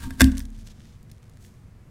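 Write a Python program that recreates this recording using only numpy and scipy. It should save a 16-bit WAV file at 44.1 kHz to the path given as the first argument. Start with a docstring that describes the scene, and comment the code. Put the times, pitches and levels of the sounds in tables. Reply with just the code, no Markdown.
"""A small, quiet room with a faint hum. A thin slab of ice, tilted in gloved hands, scrapes on a round
wooden board, then knocks on it in a quick cluster of contacts. The ice cracks and rings briefly;
the board and its table boom. As the slab is lifted, its edge ticks and the gloves rustle on it.
The close microphone just overloads on the knock."""
import sys
import numpy as np
from scipy import signal
from scipy.fft import rfft, irfft, next_fast_len
from scipy.io import wavfile

SR = 44100
rng = np.random.default_rng(int(sys.argv[2]) if len(sys.argv) > 2 else 0)


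def log_audio(samples):
    """Write samples as a 16-bit WAV file to the path given in sys.argv[1]."""
    # one column per channel
    frames = np.atleast_2d(samples).T
    # limit to full scale, then quantise
    limited = np.clip(frames, -1, 1)
    pcm = np.round(limited * 32767).astype(np.int16)
    wavfile.write(sys.argv[1], SR, pcm)


N = 83790

# room air: freq_hz, gain_db
AIR_SPECTRUM = [(20, -8.5), (36, -2), (60, -5.5), (100, 2), (150, -5.5), (185, -9.5), (215, -10),
                (330, -23), (600, -27.5), (1200, -32), (2400, -35.5), (3200, -42.5), (5000, -43.5),
                (9000, -46), (16000, -53)]
# mains hum: pitch_hz, level_db
HUM_PARTIALS = [(120, -61.5), (360, -73), (480, -75)]
# ice edge sliding on wood: centre_s, sigma_s, level_db
SCRAPE_STROKES = [(.005, 0.0037, -48), (.040, 0.02, -43), (.125, 0.048, -55), (.195, .009, -50),
                  (.392, 0.0089, -51.5)]
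# scraping: freq_hz, gain_db
SCRAPE_SPECTRUM = [(200, -8), (860, -7), (925, 17), (985, -4.5), (1130, 9), (1250, 1.5), (1480, 1),
                   (1615, 14.5), (1760, 2), (2000, -2), (4000, -1), (6000, -4.5), (9000, -2.5),
                   (16000, -13)]
# nudges of the table: centre_s, sigma_s, level_db
TABLE_NUDGES = [(.08, 0.096, -35), (.85, 0.15, -50.5)]
# table rumble: freq_hz, gain_db
RUMBLE_SPECTRUM = [(20, -6.5), (36, 2.5), (48, -9.5), (67, -1), (120, -15.5), (175, -19), (235, -12),
                   (400, -36.5), (1000, -60)]
# slab's weight landing on the board: start_s, level_db
BOARD_THUMPS = [(.056, -23), (.182, -25), (.211, 0.5)]
# board on its table: pitch_hz, level_db, t60_s, rise_s
BOARD_MODES = [(35.8, -23, 1.45, .04), (66.6, -4.5, .32, .02), (106, -17, .36, .003), (177, -17, .27, .012),
               (213, -11, .25, .02), (219, -32, 1.6, .01), (243, -9, .22, .02), (262, -6, .26, .006),
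               (271, -17, .46, .04), (312, -18, .18, .003)]
# ice meeting wood: start_s, crack_db, ring_db
ICE_CONTACTS = [(0.107, -39.5, -41), (0.197, -27, -36.5), (.2008, -18, -33.5), (0.2064, -7, -21),
                (0.2082, -12.5, -12), (.2102, -12.5, -19.5), (.2149, -14, -30), (.2170, -3.5, -15),
                (0.2431, -21, -40.5)]
# contact crack: freq_hz, gain_db
CRACK_SPECTRUM = [(150, -16), (400, -13), (530, -1), (1000, -4.5), (2000, 1), (4000, -2), (7000, -0.5),
                  (10000, -1), (13000, -4.5), (16000, -14.5)]
# ringing slab: pitch_hz, level_db, t60_s
ICE_MODES = [(520, -23, .025), (727, -12.5, .17), (930, -26, .04), (1163, -20, .07), (1648, 1.5, .045),
             (1750, -2, .04), (1970, -6, .028), (2075, -9, .03), (2465, -9, .03), (2680, -10, .03),
             (3488, -5, .028), (3680, -8, .025), (4378, -8, .024), (5280, -11, .022)]
# ice edge and wet gloves ticking: start_s, level_db, t60_s, tilt_db_per_octave
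EDGE_TICKS = [(0.107, -29.5, 0.0047, -2.5), (0.2429, -12.5, 0.0038, -1), (0.3168, -40, 0.037, -4.5),
              (0.3524, -42, 0.01, -5), (.3712, -27, 0.0049, -3), (0.377, -32.5, 0.0076, -1),
              (0.3814, -18.5, .002, 1), (.3942, -20.5, 0.0022, 3), (0.4037, -29.5, 0.0052, -3),
              (0.4535, -42, 0.013, -1.5), (0.5031, -44, .005, 1), (0.7978, -50, 0.0066, -6),
              (.8046, -44.5, 0.0048, -7), (0.854, -46, .008, -8), (1.0295, -47, 0.0056, 1),
              (1.0968, -54, 0.017, -4.5), (1.1008, -54, 0.0097, -6), (1.1150, -43, 0.016, 2.5),
              (1.2288, -52.5, 0.014, -6), (1.297, -50, 0.0064, 3), (1.3436, -59, 0.0055, 2),
              (1.372, -44.5, 0.0046, -3), (1.4485, -44, 0.0046, -6)]
# ticks and grip crackle: freq_hz, gain_db
TICK_SPECTRUM = [(300, -18.5), (1000, -16), (1700, -2), (2400, -5.5), (3500, 1), (5500, 1.5), (9000, 1),
                 (16000, -13)]
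# gloves and sleeves rubbing: centre_s, sigma_s, level_db, tilt_db_per_octave
RUB_STROKES = [(0.39, 0.035, -55.5, 2.5), (.55, .01, -62, -2), (0.602, 0.019, -60.5, 0),
               (0.667, 0.014, -59, 1), (0.673, 0.0035, -51, -1), (.686, 0.0022, -55, -4),
               (0.711, 0.0096, -56, -2), (0.854, 0.094, -63, -2), (1.445, 0.026, -59, 4.5),
               (1.533, 0.074, -70.5, 3)]
# rubbing: freq_hz, gain_db
RUB_SPECTRUM = [(300, -16.5), (1800, -8.5), (2400, -7.5), (3400, -1.5), (4300, -4), (6000, -2),
                (10000, -10), (16000, -19)]
# gloves gripping the ice: centre_s, sigma_s, level_db
GRIPS = [(.56, 0.066, -65.5), (1.14, 0.047, -69), (1.31, 0.075, -71.5)]
# room tail: freq_hz, t60_s
ROOM_DECAY = [(200, 0.58), (1600, 0.39), (5000, 0.25), (14000, 0.27)]

CRACK_T60_S, CONTACT_RISE_S = 0.007, 0.0001
SLIPS_PER_S, SLIP_SPREAD_DB = 4600, 3.5
TAIL_DB, WALLS_DB, WALLS_T60_S, ROOM_RISE_S = -18.5, -19.5, 0.08, 0.008
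AIR_DB, BOARD_SEND_DB = -48, -1
OVERLOAD_PEAK, TOP_HZ = 1.05, 15900


def amp(db):
    """Decibels to gain."""
    return 10 ** (np.asarray(db) / 20)


def unit_rms(x):
    """Scale to rms 1."""
    return x / np.sqrt(np.mean(x ** 2) + 1e-20)


def curve_at(points, hz):
    """Interpolate (freq_hz, value) points on a log axis."""
    freqs_hz, values = np.transpose(points)
    return np.interp(np.log(hz + 1), np.log(freqs_hz + 1), values)


def since(start_s):
    """Seconds since start_s, zero before."""
    return np.maximum(np.arange(N) / SR - start_s, 0)


def strike(start_s, t60_s, rise_s):
    """Envelope with exponential rise and decay."""
    envelope, start = np.zeros(N), round(start_s * SR)
    t = np.arange(min(N - start, int(2 * t60_s * SR))) / SR
    envelope[start:start + len(t)] = amp(-60 * t / t60_s) * (1 - np.exp(-t / rise_s))
    return envelope


def swell(centre_s, sigma_s, level_db):
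    """Gaussian envelope of one stroke."""
    return amp(level_db) * np.exp(-0.5 * ((np.arange(N) / SR - centre_s) / sigma_s) ** 2)


def swells(strokes):
    """Summed stroke envelopes."""
    return sum(swell(*stroke) for stroke in strokes)


def coloured(x, spectrum, tilt_db_per_octave=0, taps=1024):
    """Minimum-phase filter, unit power gain."""
    hz = np.fft.rfftfreq(taps, 1 / SR)
    octaves = np.log2(np.maximum(hz, spectrum[0][0]))
    gain = unit_rms(amp(curve_at(spectrum, hz) + tilt_db_per_octave * octaves))
    cepstrum = irfft(np.log(np.maximum(gain, 1e-6)))
    cepstrum[1:taps // 2] *= 2
    cepstrum[taps // 2 + 1:] = 0
    return signal.oaconvolve(x, irfft(np.exp(rfft(cepstrum))))[:N]


def slips(per_s):
    """Friction: tiny slips of uneven size at random times, rms 1."""
    sizes = amp(SLIP_SPREAD_DB * rng.uniform(-1, 1, N))
    slipping = rng.random(N) < per_s / SR
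    return unit_rms(slipping * rng.standard_normal(N) * sizes)


def chatter():
    """Equal pushes of random sign inside a contact."""
    return np.sign(rng.standard_normal(N))


def room_tone():
    """Steady dark air and faint mains hum."""
    hum = sum(np.sqrt(2) * amp(db) * np.sin(2 * np.pi * (hz * since(0) + rng.random()))
              for hz, db in HUM_PARTIALS)
    air = unit_rms(coloured(rng.standard_normal(N), AIR_SPECTRUM, taps=8192))
    return amp(AIR_DB) * air + hum


def ice_scrape():
    """The ice edge slips over wood."""
    return coloured(slips(SLIPS_PER_S) * swells(SCRAPE_STROKES), SCRAPE_SPECTRUM, taps=4096)


def table_rumble():
    """The nudged table gives swells of low noise."""
    rumble = unit_rms(coloured(rng.standard_normal(N), RUMBLE_SPECTRUM, taps=8192))
    return rumble * swells(TABLE_NUDGES)


def board_boom():
    """The slab's weight drives the board's low modes, neighbours in opposite sign."""
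    boom = np.zeros(N)
    for start_s, thump_db in BOARD_THUMPS:
        for k, (hz, mode_db, t60_s, rise_s) in enumerate(BOARD_MODES):
            envelope = amp(thump_db + mode_db) * strike(start_s, t60_s, rise_s)
            boom += (-1) ** k * envelope * np.sin(2 * np.pi * hz * since(start_s))
    return boom


def ice_knock():
    """Each contact gives a short crack and rings the slab."""
    envelope = sum(amp(crack_db) * strike(start_s, CRACK_T60_S, CONTACT_RISE_S)
                   for start_s, crack_db, _ in ICE_CONTACTS)
    knock = coloured(envelope * chatter(), CRACK_SPECTRUM)
    t = np.arange(SR // 4) / SR
    modes = np.array([amp(db - 60 * t / t60_s) * np.sin(2 * np.pi * hz * t)
                      for hz, db, t60_s in ICE_MODES])
    for start_s, _, ring_db in ICE_CONTACTS:
        mode_gains = amp(ring_db + rng.standard_normal(len(ICE_MODES)))
        knock[round(start_s * SR):][:len(t)] += mode_gains @ modes
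    return knock


def edge_ticks():
    """Short, bright ticks of the ice edge and gloves; some are duller."""
    pushes, ticks = chatter(), np.zeros(N)
    for start_s, db, t60_s, tilt in EDGE_TICKS:
        burst = amp(db) * strike(start_s, t60_s, CONTACT_RISE_S) * pushes
        ticks += coloured(burst, TICK_SPECTRUM, tilt)
    return ticks


def glove_rub():
    """Gloves and sleeves rustle in strokes of dense slips."""
    friction = slips(SLIPS_PER_S)
    return sum(coloured(friction * swell(centre_s, sigma_s, db), RUB_SPECTRUM, tilt)
               for centre_s, sigma_s, db, tilt in RUB_STROKES)


def grip_crackle():
    """The grip on the ice crackles in sparse slips."""
    return coloured(slips(per_s=400) * swells(GRIPS), TICK_SPECTRUM, tilt_db_per_octave=-3)


def reverb(x):
    """Early wall reflections and a tail that dies faster in the treble."""
    hz, t, noise_bins = signal.stft(rng.standard_normal(N), SR, nperseg=256)
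    decay = amp(-60 * t / curve_at(ROOM_DECAY, hz)[:, None])
    tail = signal.istft(noise_bins * decay, SR, nperseg=256)[1][:N]
    tail *= 1 - np.exp(-since(0) / ROOM_RISE_S)
    walls = rng.standard_normal(N) * strike(0, WALLS_T60_S, ROOM_RISE_S)
    response = amp(TAIL_DB) * tail / np.linalg.norm(tail) + amp(WALLS_DB) * walls / np.linalg.norm(walls)
    return signal.fftconvolve(x, response)[:N]


def scene():
    """Slab, board and hands in the room, mono."""
    near = ice_knock() + edge_ticks() + ice_scrape() + glove_rub() + grip_crackle() + table_rumble()
    boom = board_boom()
    reflections = reverb(near + amp(BOARD_SEND_DB) * boom)
    return (near + boom + reflections + room_tone())[None]


def record(dry):
    """Microphone: soft clip, then a steep low-pass."""
    clipped = dry / (1 + np.abs(dry / OVERLOAD_PEAK) ** 6) ** (1 / 6)
    fft_size = 2 * next_fast_len(N)
    hz = np.fft.rfftfreq(fft_size, 1 / SR)
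    lowpass = 1 / (1 + (hz / TOP_HZ) ** 120)
    return irfft(rfft(clipped, fft_size) * lowpass, fft_size)[..., :N]


dry = scene()
out = record(dry)
log_audio(out)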